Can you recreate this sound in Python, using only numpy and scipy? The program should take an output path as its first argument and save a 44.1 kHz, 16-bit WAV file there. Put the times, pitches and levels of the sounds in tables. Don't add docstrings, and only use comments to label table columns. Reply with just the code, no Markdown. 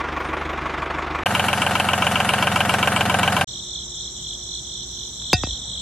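import sys
import numpy as np
from scipy import signal
from scipy.fft import rfft, irfft, next_fast_len
from scipy.io import wavfile
from scipy.ndimage import uniform_filter1d

SR = 44100
rng = np.random.default_rng(int(sys.argv[2]) if len(sys.argv) > 2 else 0)


def dump(signal):
    limited = np.clip(np.atleast_2d(signal).T, -1, 1)
    pcm = np.round(limited * 32767).astype(np.int16)
    wavfile.write(sys.argv[1], SR, pcm)


N = 256220
TIME = np.arange(N) / SR

# start in seconds, end in seconds.
FAR_SPAN, NEAR_SPAN, NIGHT_SPAN = (-.1, 1.236), (1.258, 3.445), (3.471, 6.0)


def undb(db):
    return 10 ** (np.asarray(db) / 20)


def level(x, db, span=None):
    part = x[..., max(int(span[0] * SR), 0):int(span[1] * SR)] if span else x
    return x * undb(db) / np.sqrt(np.mean(part ** 2))


def noise():
    return rng.standard_normal(N)


def sine(hz, t, phase=0):
    return np.sin(2 * np.pi * hz * t + phase)


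def bump(since_s, ms):
    return np.exp(-.5 * (1000 * since_s / ms) ** 2)


def band(x, hz, width_hz):
    return signal.lfilter(*signal.iirpeak(hz, hz / width_hz, fs=SR), x)


def steep(x, design):
    return signal.sosfilt(design, x)


def bandpass(x, order, edges_hz):
    return steep(x, signal.butter(order, edges_hz, "bandpass", fs=SR, output="sos"))


def decay(x, ms):
    return signal.lfilter([1], [1, -np.exp(-1000 / (ms * SR + 500))], x)


def colour(x, points):
    hz, db = np.transpose(points)
    size = next_fast_len(N)
    log_hz = np.log(np.fft.rfftfreq(size, 1 / SR) + 1)
    return irfft(rfft(x, size) * undb(np.interp(log_hz, np.log(hz), db)), size)[:N]


def curve(table):
    s, *columns = np.transpose(table)
    return [np.interp(TIME, s, column) for column in columns]


def gate(start, end, fade=0.0011):
    return np.clip(np.minimum(TIME - start, end - TIME) / fade, 0, 1)


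def walk(rate):
    hold = int(SR / rate)
    steps = np.repeat(rng.standard_normal(N // hold + 1), hold)
    x = uniform_filter1d(steps, hold)[:N]
    return x / x.std()


def left_right(song, pan_db, late_ms):
    left = np.roll(song, int(late_ms * SR / 1000))
    return np.array([left * undb(pan_db / 2), song * undb(-pan_db / 2)])


def rattle(habit, round_s):
    share, memory, top_hz = habit
    fresh = np.sqrt(1 - memory ** 2)
    rounds = rng.standard_normal((int(N / SR / round_s) + 1, int(round(round_s * SR))))
    rounds[0] /= fresh
    same = signal.lfilter([fresh], [1, -memory], rounds, axis=0).ravel()
    same = np.sqrt(share) * np.resize(same, N) + np.sqrt(1 - share) * noise()
    size = next_fast_len(N)
    low = 1 / (1 + (np.fft.rfftfreq(size, 1 / SR) / top_hz) ** 12)
    mixed = rfft(same, size) * np.sqrt(low) + rfft(noise(), size) * np.sqrt(1 - low)
    return irfft(mixed, size)[:N]


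def patchy(x, flicker_db):
    centres_hz = 3700 * 1.09 ** np.arange(14)
    return x + sum((undb(flicker_db * walk(40)) - 1) * band(x, hz, hz / 14) for hz in centres_hz)


def body(x, peaks):
    return sum((-1) ** k * undb(db) * band(x, hz, width) for k, (hz, width, db) in enumerate(peaks))


def exhaust_thump(tones, cycle, silencer):
    return sum(undb(db + walk(9)) * np.cos(2 * np.pi * k * cycle - 2 * np.arctan(2.5 * (k - silencer)))
               for k, db in tones)


def panel_booms(booms, t, round_s):
    out = 0
    for at_ms, hz, db, ms in booms:
        since = (t - at_ms / 1000 + round_s / 2) % round_s - round_s / 2
        out = out + undb(db + 1.04 * walk(6.97)) * bump(since, ms) * sine(hz, since)
    return out


def diesel(span, firing, cylinders, blow, block, knock, hiss, exhaust, pipe, booms, mix, habit):
    first_s, rate = firing
    rise_ms, decay_ms, rebound_ms, tail_ms, tail_db, scatter_db, strike_db = blow
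    *layer_dbs, hiss_tilt, flicker_db = mix
    thump_late_ms, silencer = pipe
    count = int((span[1] - first_s) * rate) + 1
    round_s = len(cylinders) / rate
    rows = np.array(cylinders)[np.arange(count) % len(cylinders)]
    chance = rng.standard_normal((count, 6))
    late_s = (rows[:, 0] + 0.026 * chance[:, 0]) / 1000
    at = ((first_s + np.arange(count) / rate + late_s) * SR).astype(int)

    def blows(column, strike):
        hits = np.zeros(N)
        size = undb(rows[:, column] + scatter_db * chance[:, column])
        hits[at] = size
        tail = undb(tail_db) * decay(hits, tail_ms)
        rebound = undb(rows[:, 4] + scatter_db * chance[:, 4])
        hits[at + int(rebound_ms * SR / 1000)] = size * rebound
        swell = decay(decay(hits, decay_ms) + tail, rise_ms)
        return strike * hits + level(swell, -14.0, span) * rattle(habit, round_s)

    t = TIME - first_s
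    cycle = (t - thump_late_ms / 1000) * rate
    cylinder_db = np.interp(cycle, np.arange(count), rows[:, 5])
    puff = [(hz, db - hiss_tilt * np.log2(max(hz / 5000, 1))) for hz, db in hiss]
    layers = (
        body(blows(column=1, strike=undb(strike_db)), block),
        body(blows(column=2, strike=undb(strike_db)), knock),
        colour(blows(column=3, strike=0), puff),
        colour(rattle(habit, round_s) * undb(1.38 * walk(160)), hiss),
        exhaust_thump(exhaust, cycle, silencer) * undb(cylinder_db))
    engine = sum(level(x, db, span) for x, db in zip(layers, layer_dbs))
    return patchy(engine, flicker_db) + panel_booms(booms, t, round_s)


FAR_FIRING = (.001, 24.435)
# lateness in ms, then block, knock, hiss, rebound and exhaust in dB.
FAR_CYLINDERS = [(-0.9, -1, 1, -1.5, -5, -2), (-3, -1.5, -3.5, -2, -11, -4.5),
                 (-2.5, -6.5, -5, -6, 3.5, -2), (-3, -8, -3.5, -7, 2, -1)]
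# rise in ms, decay in ms, rebound after ms, tail in ms, tail in dB, scatter in dB, strike in dB.
FAR_BLOW = (1.5, 9.5, 5, 18, -6, 0.6, 0.5)
# share that repeats (0-1), memory from round to round (0-1), repeats up to this many Hz.
FAR_HABIT = (.75, .7, 2600)
# pitch in Hz, width in Hz, gain in dB.
FAR_BLOCK = [(317, 15.2, -7.5), (349.5, 14, -7.5), (477.6, 6.4, -3), (673, 9.3, -8), (880, 52, -11),
             (974, 29.5, -4.5), (1097, 85, -8.5), (1140, 43, -6.5), (1310, 54, -32), (1411.6, 35.7, -2),
             (1420, 90, -16)]
# pitch in Hz, width in Hz, gain in dB.
FAR_KNOCK = [(2025, 63, 1.5), (2215, 170, -2), (2400, 54, 2), (2860, 270, -17), (3480, 290, -9)]
# pitch in Hz, relative strength in dB per Hz.
FAR_HISS = [(53, -28.5), (90, -7), (117, -7.5), (219, -8), (310, -3.5), (581, -3.5), (1140, 0), (2430, -9),
            (3830, -21.5), (4450, -26), (6030, -29.5), (14700, -58.5), (16000, -63)]
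# multiple of the firing rate, relative level in dB.
FAR_EXHAUST = [(2, -1.5), (3, 3), (4, -37.5), (5, -32), (6, -6), (7, -13.5), (8, -34), (10, -10.5),
               (13, -6)]
# thump lateness in ms, silencer resonance as a multiple of the firing rate.
FAR_PIPE = (12.4, 9)
# time within the round in ms, pitch in Hz, level in dB, length in ms.
FAR_BOOMS = [(6.05, 1109, -24.5, 8.3), (18.2, 1150, -30, 5), (46, 970, -31.5, 2.3), (46.07, 367, -34, 5.3),
             (54, 1094, -29, 6.7), (69.3, 372, -33, 8.5), (85.57, 887, -49, 3.5), (88.6, 385, -35, 4.2),
             (95, 1200, -28, 2.9), (101.7, 1300, -37, 5.4), (132.5, 338, -28, 5.2), (135.5, 1143, -33, 4.6),
             (139.9, 322, -29.5, 9.7)]
# block, knock, pulsed hiss, steady noise, exhaust; then how much the pulsed hiss is dulled
# above 5 kHz in dB per octave (below zero brightens it), and treble flicker in dB.
FAR_MIX = (-35, -41, -31.5, -31.5, -35.5, -2, 2)


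def far_diesel():
    return diesel(FAR_SPAN, FAR_FIRING, FAR_CYLINDERS, FAR_BLOW, FAR_BLOCK, FAR_KNOCK, FAR_HISS,
                  FAR_EXHAUST, FAR_PIPE, FAR_BOOMS, FAR_MIX, FAR_HABIT)


# centre in seconds, length in seconds, pitch in Hz,
# level in dB before the final doubling.
SQUEAKS = [(.148, .02, 14300, -72), (.195, .04, 14700, -66), (.212, .015, 8950, -62),
           (.232, .025, 14500, -71), (0.25, .03, 9000, -62), (.278, 0.031, 8900, -59),
           (.312, .02, 14600, -69), (.35, .025, 10850, -68), (.4, .04, 10800, -64), (.432, .02, 14550, -69),
           (.468, .015, 14500, -71), (.518, .03, 14650, -66), (0.683, .02, 10800, -71),
           (.728, .025, 10750, -68), (.845, 0.027, 10850, -68), (.93, .025, 10650, -73),
           (1.05, .02, 10900, -71), (1.165, .025, 14650, -69)]


def squeaks():
    waver = 1.5 * walk(200)
    return 2 * sum(undb(db) * bump(TIME - s, 1000 * length / 2.5) * sine(hz, TIME, waver)
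                   for s, length, hz, db in SQUEAKS)


NEAR_FIRING = (1.2602, 22.325)
# lateness in ms, then block, knock, hiss, rebound and exhaust in dB.
NEAR_CYLINDERS = [(0.324, -2, 3.5, 2, -17, -1.3), (0.78, -6.5, -10.5, -2.5, 2, -0.0055),
                  (-0.525, 1, 5, 2, -17, -1.6)]
# rise in ms, decay in ms, rebound after ms, tail in ms, tail in dB, scatter in dB, strike in dB.
NEAR_BLOW = (0.4, 4.5, 6, 16, -4, 1.5, 20.5)
# share that repeats (0-1), memory from round to round (0-1), repeats up to this many Hz.
NEAR_HABIT = (.85, .99, 3500)
# pitch in Hz, width in Hz, gain in dB.
NEAR_BLOCK = [(293, 5.8, -15), (565, 12, -5), (623, 49, -9), (783, 18, -13), (849, 11, -8), (955, 210, -3),
              (1055, 74, 2.5), (1224, 51, 3), (1300, 126, 2), (1415, 60, 2.5), (1574, 24, 1.5)]
# pitch in Hz, width in Hz, gain in dB.
NEAR_KNOCK = [(2060, 400, -15), (2410, 197, -2), (2625, 263, -1.5), (2770, 202, 3.5), (2943, 244, 3),
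              (3128, 251, -1.5)]
# pitch in Hz, relative strength in dB per Hz.
NEAR_HISS = [(18, -43.5), (30, -17), (98, -7.5), (199, -4), (355, -8), (780, -0.5), (1160, -6), (1500, -2),
             (2120, -11.5), (2900, -12), (3580, -17), (5450, -24.5), (10800, -23), (14000, -37),
             (16000, -56)]
# multiple of the firing rate, relative level in dB.
NEAR_EXHAUST = [(3, -26), (4, 1), (5, -1), (6, 0), (7, -2.5), (8, 2), (9, -5.5), (10, -0.5), (11, -20),
                (19, -8)]
# thump lateness in ms, silencer resonance as a multiple of the firing rate.
NEAR_PIPE = (28.5, 7.35)
# time within the round in ms, pitch in Hz, level in dB, length in ms.
NEAR_BOOMS = [(58.66, 189, -23.5, 11.8), (127, 577.3, -25.5, 8.1), (86.07, 267, -26, 5.4),
              (3.07, 995, -13.5, 1.7), (6.83, 787, -17, 2.8), (9.01, 1533, -16.5, 2.8),
              (7.556, 2670, -20.5, 1.55), (22.22, 840, -25.5, 4.6), (48, 830, -22, 1.33),
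              (59.2, 738, -25.5, 4.9), (76, 720, -26, 2.84), (93.16, 2980, -18.5, 1.7),
              (92.5, 975, -22, 1.4), (93.6, 1390, -20.5, 2.2), (96, 780, -23.5, 4.8),
              (99.5, 2300, -22.5, 3.4), (103.5, 1270, -20.5, 2.2), (107, 624, -27, 4.3),
              (110, 2820, -23.5, 2)]
# block, knock, pulsed hiss, steady noise, exhaust; then dulling of the pulsed hiss above
# 5 kHz in dB per octave (below zero brightens it), and treble flicker in dB.
NEAR_MIX = (-29.5, -26, -27, -25.5, -27, -0.8, 2.5)
# pitch in Hz, level in dB.
NEAR_WHINES = [(12575, -57), (13609, -59)]
# time in seconds, overall gain, knock band gain and bass gain in dB.
NEAR_LOUDNESS = [(1.26, -0.5, -0.5, -3), (2.2, -0.4, 1.05, -1.1), (3.44, 0.5, -2, -0.3)]
# pitch in Hz, gain of the left-right difference in dB.
NEAR_WIDTH = [(60, -36.5), (130, -62), (300, -30.5), (500, -21.5), (800, -14), (1400, -19.5), (2800, -10),
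              (5000, -1), (6800, 1), (9200, -18), (12000, -2), (15000, 1)]
NEAR_LEFT, NEAR_LEFT_EARLY_MS = .11, .02


def near_diesel():
    def engine(blow, booms):
        return diesel(NEAR_SPAN, NEAR_FIRING, NEAR_CYLINDERS, blow, NEAR_BLOCK, NEAR_KNOCK, NEAR_HISS,
                      NEAR_EXHAUST, NEAR_PIPE, booms, NEAR_MIX, NEAR_HABIT)

    mid = engine(NEAR_BLOW, NEAR_BOOMS)
    spread = engine(NEAR_BLOW[:-1] + (-20,), [])
    mid = mid + sum(undb(db + 3 * walk(12)) * sine(hz, TIME, .5 * walk(43)) for hz, db in NEAR_WHINES)
    loud_db, knock_db, bass_db = curve(NEAR_LOUDNESS)
    knock_change = (undb(knock_db) - 1) * band(mid, 2800, 1300)
    bass_change = (undb(bass_db) - 1) * band(mid, 180, 140)
    mid = mid + knock_change + bass_change
    lean = NEAR_LEFT * mid + NEAR_LEFT_EARLY_MS * SR / 2000 * np.gradient(mid)
    side = colour(spread, NEAR_WIDTH) + band(band(lean, 2000, 5000), 2600, 7000)
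    return np.array([mid + side, mid - side]) * undb(loud_db)


STROKE_SHARE, WING_SHARE, WING_WIDTH_HZ = .8, 0.31, 650


def wing(rate, top_hz, fall_hz, pan_db, late_ms):
    pace = rate * (1 + .025 * walk(6) + .07 * walk(35))
    stroke = (np.cumsum(pace) / SR + rng.random()) % 1
    stroke = np.minimum(stroke / STROKE_SHARE, 1)
    pitch_hz = top_hz - fall_hz * stroke + 60 * walk(23)
    tone = np.sin(2 * np.pi * np.cumsum(pitch_hz) / SR)
    strength = undb(2.0 * walk(11.0) + 2.9 * walk(300)) * np.sin(np.pi * stroke)
    song = band(strength * tone, top_hz - WING_SHARE * fall_hz, WING_WIDTH_HZ)
    return left_right(song, pan_db, late_ms)


# end in seconds, level in dB when fully swelled.
CHIRPS = [(3.612, -35), (3.848, -33.5), (4.100, -34.5), (4.358, -32.5), (4.605, -32.5), (4.848, -33),
          (5.100, -33), (5.345, -32), (5.585, -32), (5.835, -33)]
CHIRP_S, SWELL_S, SWELL_DB, SAG_DB_PER_S, RELEASE_S = 0.23, 0.14, 9, 31, 0.018
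# pulses per second, top pitch in Hz, fall in Hz, relative level in dB,
# left minus right in dB, lateness on the left in ms.
SINGERS = [(45.7, 3880, 880, 1, 2, .03), (47.8, 3880, 960, 4, -1.5, -.03), (44.1, 4150, 430, -8, 4, .05),
           (46.43, 4350, 710, -2.5, -10.5, .12), (46.8, 4100, 1000, -4, -1, -.06),
           (44.6, 4000, 710, -8, 0, 0.084)]
# pulses per second, top pitch in Hz, fall in Hz, left minus right in dB,
# lateness on the left in ms.
TRILLERS = [(44, 4200, 900, 0.92, 0), (47.1, 4050, 800, -1, .05), (45.1, 3900, 800, .5, -.05)]
# time in seconds, level in dB.
TRILLER_LEVEL = [(3.47, -67), (3.6, -37), (3.8, -43), (3.95, -42.5), (5.1, -55), (5.22, -36), (5.5, -36),
                 (5.81, -36.5)]
LEAVES_DB = -36
CRICKET_BAND_HZ = (2950, 4400)


def crickets():
    chirps = 0
    for end, db in CHIRPS:
        since = TIME - end + CHIRP_S
        swell_db = SWELL_DB * np.clip(1 - since / SWELL_S, 0, 1)
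        sag_db = SAG_DB_PER_S * np.clip(since - SWELL_S, 0, 1)
        opening = gate(end - CHIRP_S, end + RELEASE_S / 2, RELEASE_S)
        chirps = chirps + undb(db - swell_db - sag_db) * opening
    choir = sum(undb(db) * wing(rate, top_hz, fall_hz, pan_db, late_ms)
                for rate, top_hz, fall_hz, db, pan_db, late_ms in SINGERS)
    trill = level(sum(wing(*row) for row in TRILLERS), 0) * undb(curve(TRILLER_LEVEL)[0])
    out = level(choir, 0) * chirps + trill
    leaves = rng.standard_normal((2, 4000)) * np.exp(-np.arange(4000) / 960.0)
    out = out + undb(LEAVES_DB) * signal.fftconvolve(out, leaves, axes=1)[:, :N]
    return bandpass(out, 5, CRICKET_BAND_HZ)


# pitch in Hz, width in Hz, level in dB before a cut from 8.2 to 10.3 kHz,
# throbs per second, throb depth (0-1), left minus right in dB.
INSECTS = [(5880, 850, -38, 120, 0.12, -4.5), (7250, 720, -43, 19, 0.5, 11),
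           (7890, 290, -47.5, 20, 0.35, 14), (11720, 2220, -65, 40, 0.1, 10.5),
           (3660, 810, -41.5, 200, 0.28, -4.5)]


def insects():
    out = 0
    for hz, width_hz, db, rate, depth, pan_db in INSECTS:
        edges_hz = (hz - width_hz / 2, hz + width_hz / 2)
        hiss = np.array([bandpass(noise(), 3, edges_hz) for _ in range(2)])
        throb = 1 + depth * sine(rate, TIME, walk(2.43))
        sides = undb([[pan_db / 2], [-pan_db / 2]])
        out = out + level(hiss * sides * throb * undb(1.6 * walk(4.115)), db)
    return steep(out, signal.ellip(6, .5, 60, (8200, 10300), "bandstop", fs=SR, output="sos"))


# pitch in Hz, relative strength in dB per Hz.
RUMBLE = [(12, -65), (20, -27), (45, -15), (63, 3), (80, -11), (130, -7.5), (200, -13.5), (400, -22),
          (950, -27), (1400, -32), (2400, -39), (2700, -54), (5000, -110)]
# time in seconds, level in dB.
RUMBLE_LEVEL = [(3.47, -43), (4.95, -44.5), (5.5, -40)]
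RUMBLE_RIGHT = 0.077
# start in seconds, end in seconds, pitch in Hz, level in dB.
HUM = (3.47, 5.15, 359, -53)


def rumble():
    mid, side = colour(noise(), RUMBLE), colour(noise(), RUMBLE)
    side = 0.138 * side + .5 * band(side, 2050, 2000) - RUMBLE_RIGHT * mid
    loudness = undb(curve(RUMBLE_LEVEL)[0] + 0.46 * walk(3.2))
    both = (mid + side * [[1], [-1]]) / mid.std() * loudness
    start, end, hz, db = HUM
    return both + gate(start, end, .08) * level(sine(hz, TIME, .3 * walk(4)), db)


# start in seconds, end in seconds, pitch in Hz, pulses per second,
# level in dB before the fades and the lean to the left.
TRILLS = [(4.38, 5.2, 7040, 24.8, -47), (5.15, 6, 7280, 49.6, -44), (4.55, 4.98, 14115, 24.8, -71)]
TRILL_LEFT_DB, TRILL_LEFT_LATE_MS = 8, .046


def lone_trillers():
    out = 0
    for start, end, hz, rate, db in TRILLS:
        pulses = np.clip(sine(rate, TIME - start), 0, 1) ** 1.1
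        song = level(pulses * sine(hz, TIME, 1.5 * walk(90)), db) * gate(start, end, .1)
        out = out + left_right(song, TRILL_LEFT_DB, TRILL_LEFT_LATE_MS)
    return out


def ring(modes, ms, t):
    tones = sum(undb(db - 60 * t / t60) * sine(hz, t) for hz, db, t60 in modes)
    return (1 - np.exp(-1000 * t / ms)) * tones


# time in seconds, overall gain in dB, then crack, knock, pin ring,
# plate ring and thud in dB, softness in ms.
PIN = [(5.219, -41, 4, -12, -2, -1.5, -16, .01), (5.3306, -1, -2, -6, 3, 2, -15, 0.0074),
       (5.3362, -11.5, -6, -7, -6, -8, -5, 0.023), (5.435, -10.5, -2.5, -4.5, -0.5, -5, -8, 0.032),
       (5.47, -21, -10, -5, -17.5, -19.5, -10, 0.13)]
# pitch in Hz, level in dB, time to fall by 60 dB in seconds.
PIN_MODES = [(1868, -29.5, 0.21), (2430, -24, 0.09), (2646, -14, 0.089), (2680, -26, 0.07),
             (4430, -15, 0.05), (4696, -14, 0.045), (4930, -4, 0.053), (6216, -7, 0.035),
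             (7450, -7.5, 0.02), (9100, -23, 0.054)]
# pitch in Hz, level in dB, time to fall by 60 dB in seconds.
PLATE_MODES = [(727, -15.5, 0.088), (1490, -24.5, 0.094), (3700, -15, 0.1)]
# pitch in Hz, level in dB, time to fall by 60 dB in seconds.
HITCH_MODES = [(67, -24, 0.2), (107, 7.5, 0.047), (128, -3.5, 0.076), (204, 0, 0.024), (274, -4, 0.034),
               (400, 0, 0.017), (493, -8, 0.0191)]
KNOCK_CYCLES, KNOCK_START_MS, KNOCK_DECAY_MS = 1.593, 0.309, 9.6


def pin():
    out, t = np.zeros(N + SR), np.arange(int(SR / 2)) / SR
    thud = sum(ring([mode], 1000 / mode[0], t) for mode in HITCH_MODES)
    knock_cycle = KNOCK_CYCLES * np.log(1 + 1000 * t / KNOCK_START_MS)
    knock = np.exp(-1000 * t / KNOCK_DECAY_MS) * np.sin(2 * np.pi * knock_cycle)
    pin_ring, plate_ring = ring(PIN_MODES, 2.7, t), ring(PLATE_MODES, 3.2, t)
    for s, db, crack_db, knock_db, ring_db, plate_db, thud_db, soft_ms in PIN:
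        grit = rng.standard_normal(len(t))
        crack = band(grit * np.exp(-t / 0.003), 1600, 2800)
        crack = crack + 0.26 * band(grit * np.exp(-t / 0.0012), 7300, 5000)
        sharp = undb(crack_db) * crack + undb(knock_db) * knock
        sharp = sharp + undb(ring_db) * pin_ring + undb(plate_db) * plate_ring
        sharp = decay(decay(sharp, soft_ms), soft_ms) / (soft_ms * SR / 1000 + 1) ** 2
        hit = undb(db) * (sharp + undb(thud_db) * thud)
        out[int(s * SR):int(s * SR) + len(hit)] += hit
    return out[:N]


# centre in seconds, pitch in Hz, level in dB, length in ms.
ROCKS = [(5.352, 85, -14, 7.1), (5.39, 70, -24.5, 8.6), (5.425, 65, -28, 9), (5.452, 75, -22, 7),
         (5.495, 75, -29, 11), (5.53, 60, -26, 14)]


def rocking():
    return sum(undb(db) * bump(TIME - s, ms) * sine(hz, TIME - s) for s, hz, db, ms in ROCKS)


def scene():
    far = far_diesel() + squeaks()
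    night = crickets() + insects() + rumble() + lone_trillers() + pin() + rocking()
    return far * gate(*FAR_SPAN) + near_diesel() * gate(*NEAR_SPAN) + night * gate(*NIGHT_SPAN, 0.0102)


TOP_HZ = 15700


def record(dry):
    rounded = np.tanh(dry / .95) * .95
    return steep(rounded, signal.ellip(8, .2, 70, TOP_HZ, fs=SR, output="sos"))


dry = scene()
out = record(dry)
dump(out)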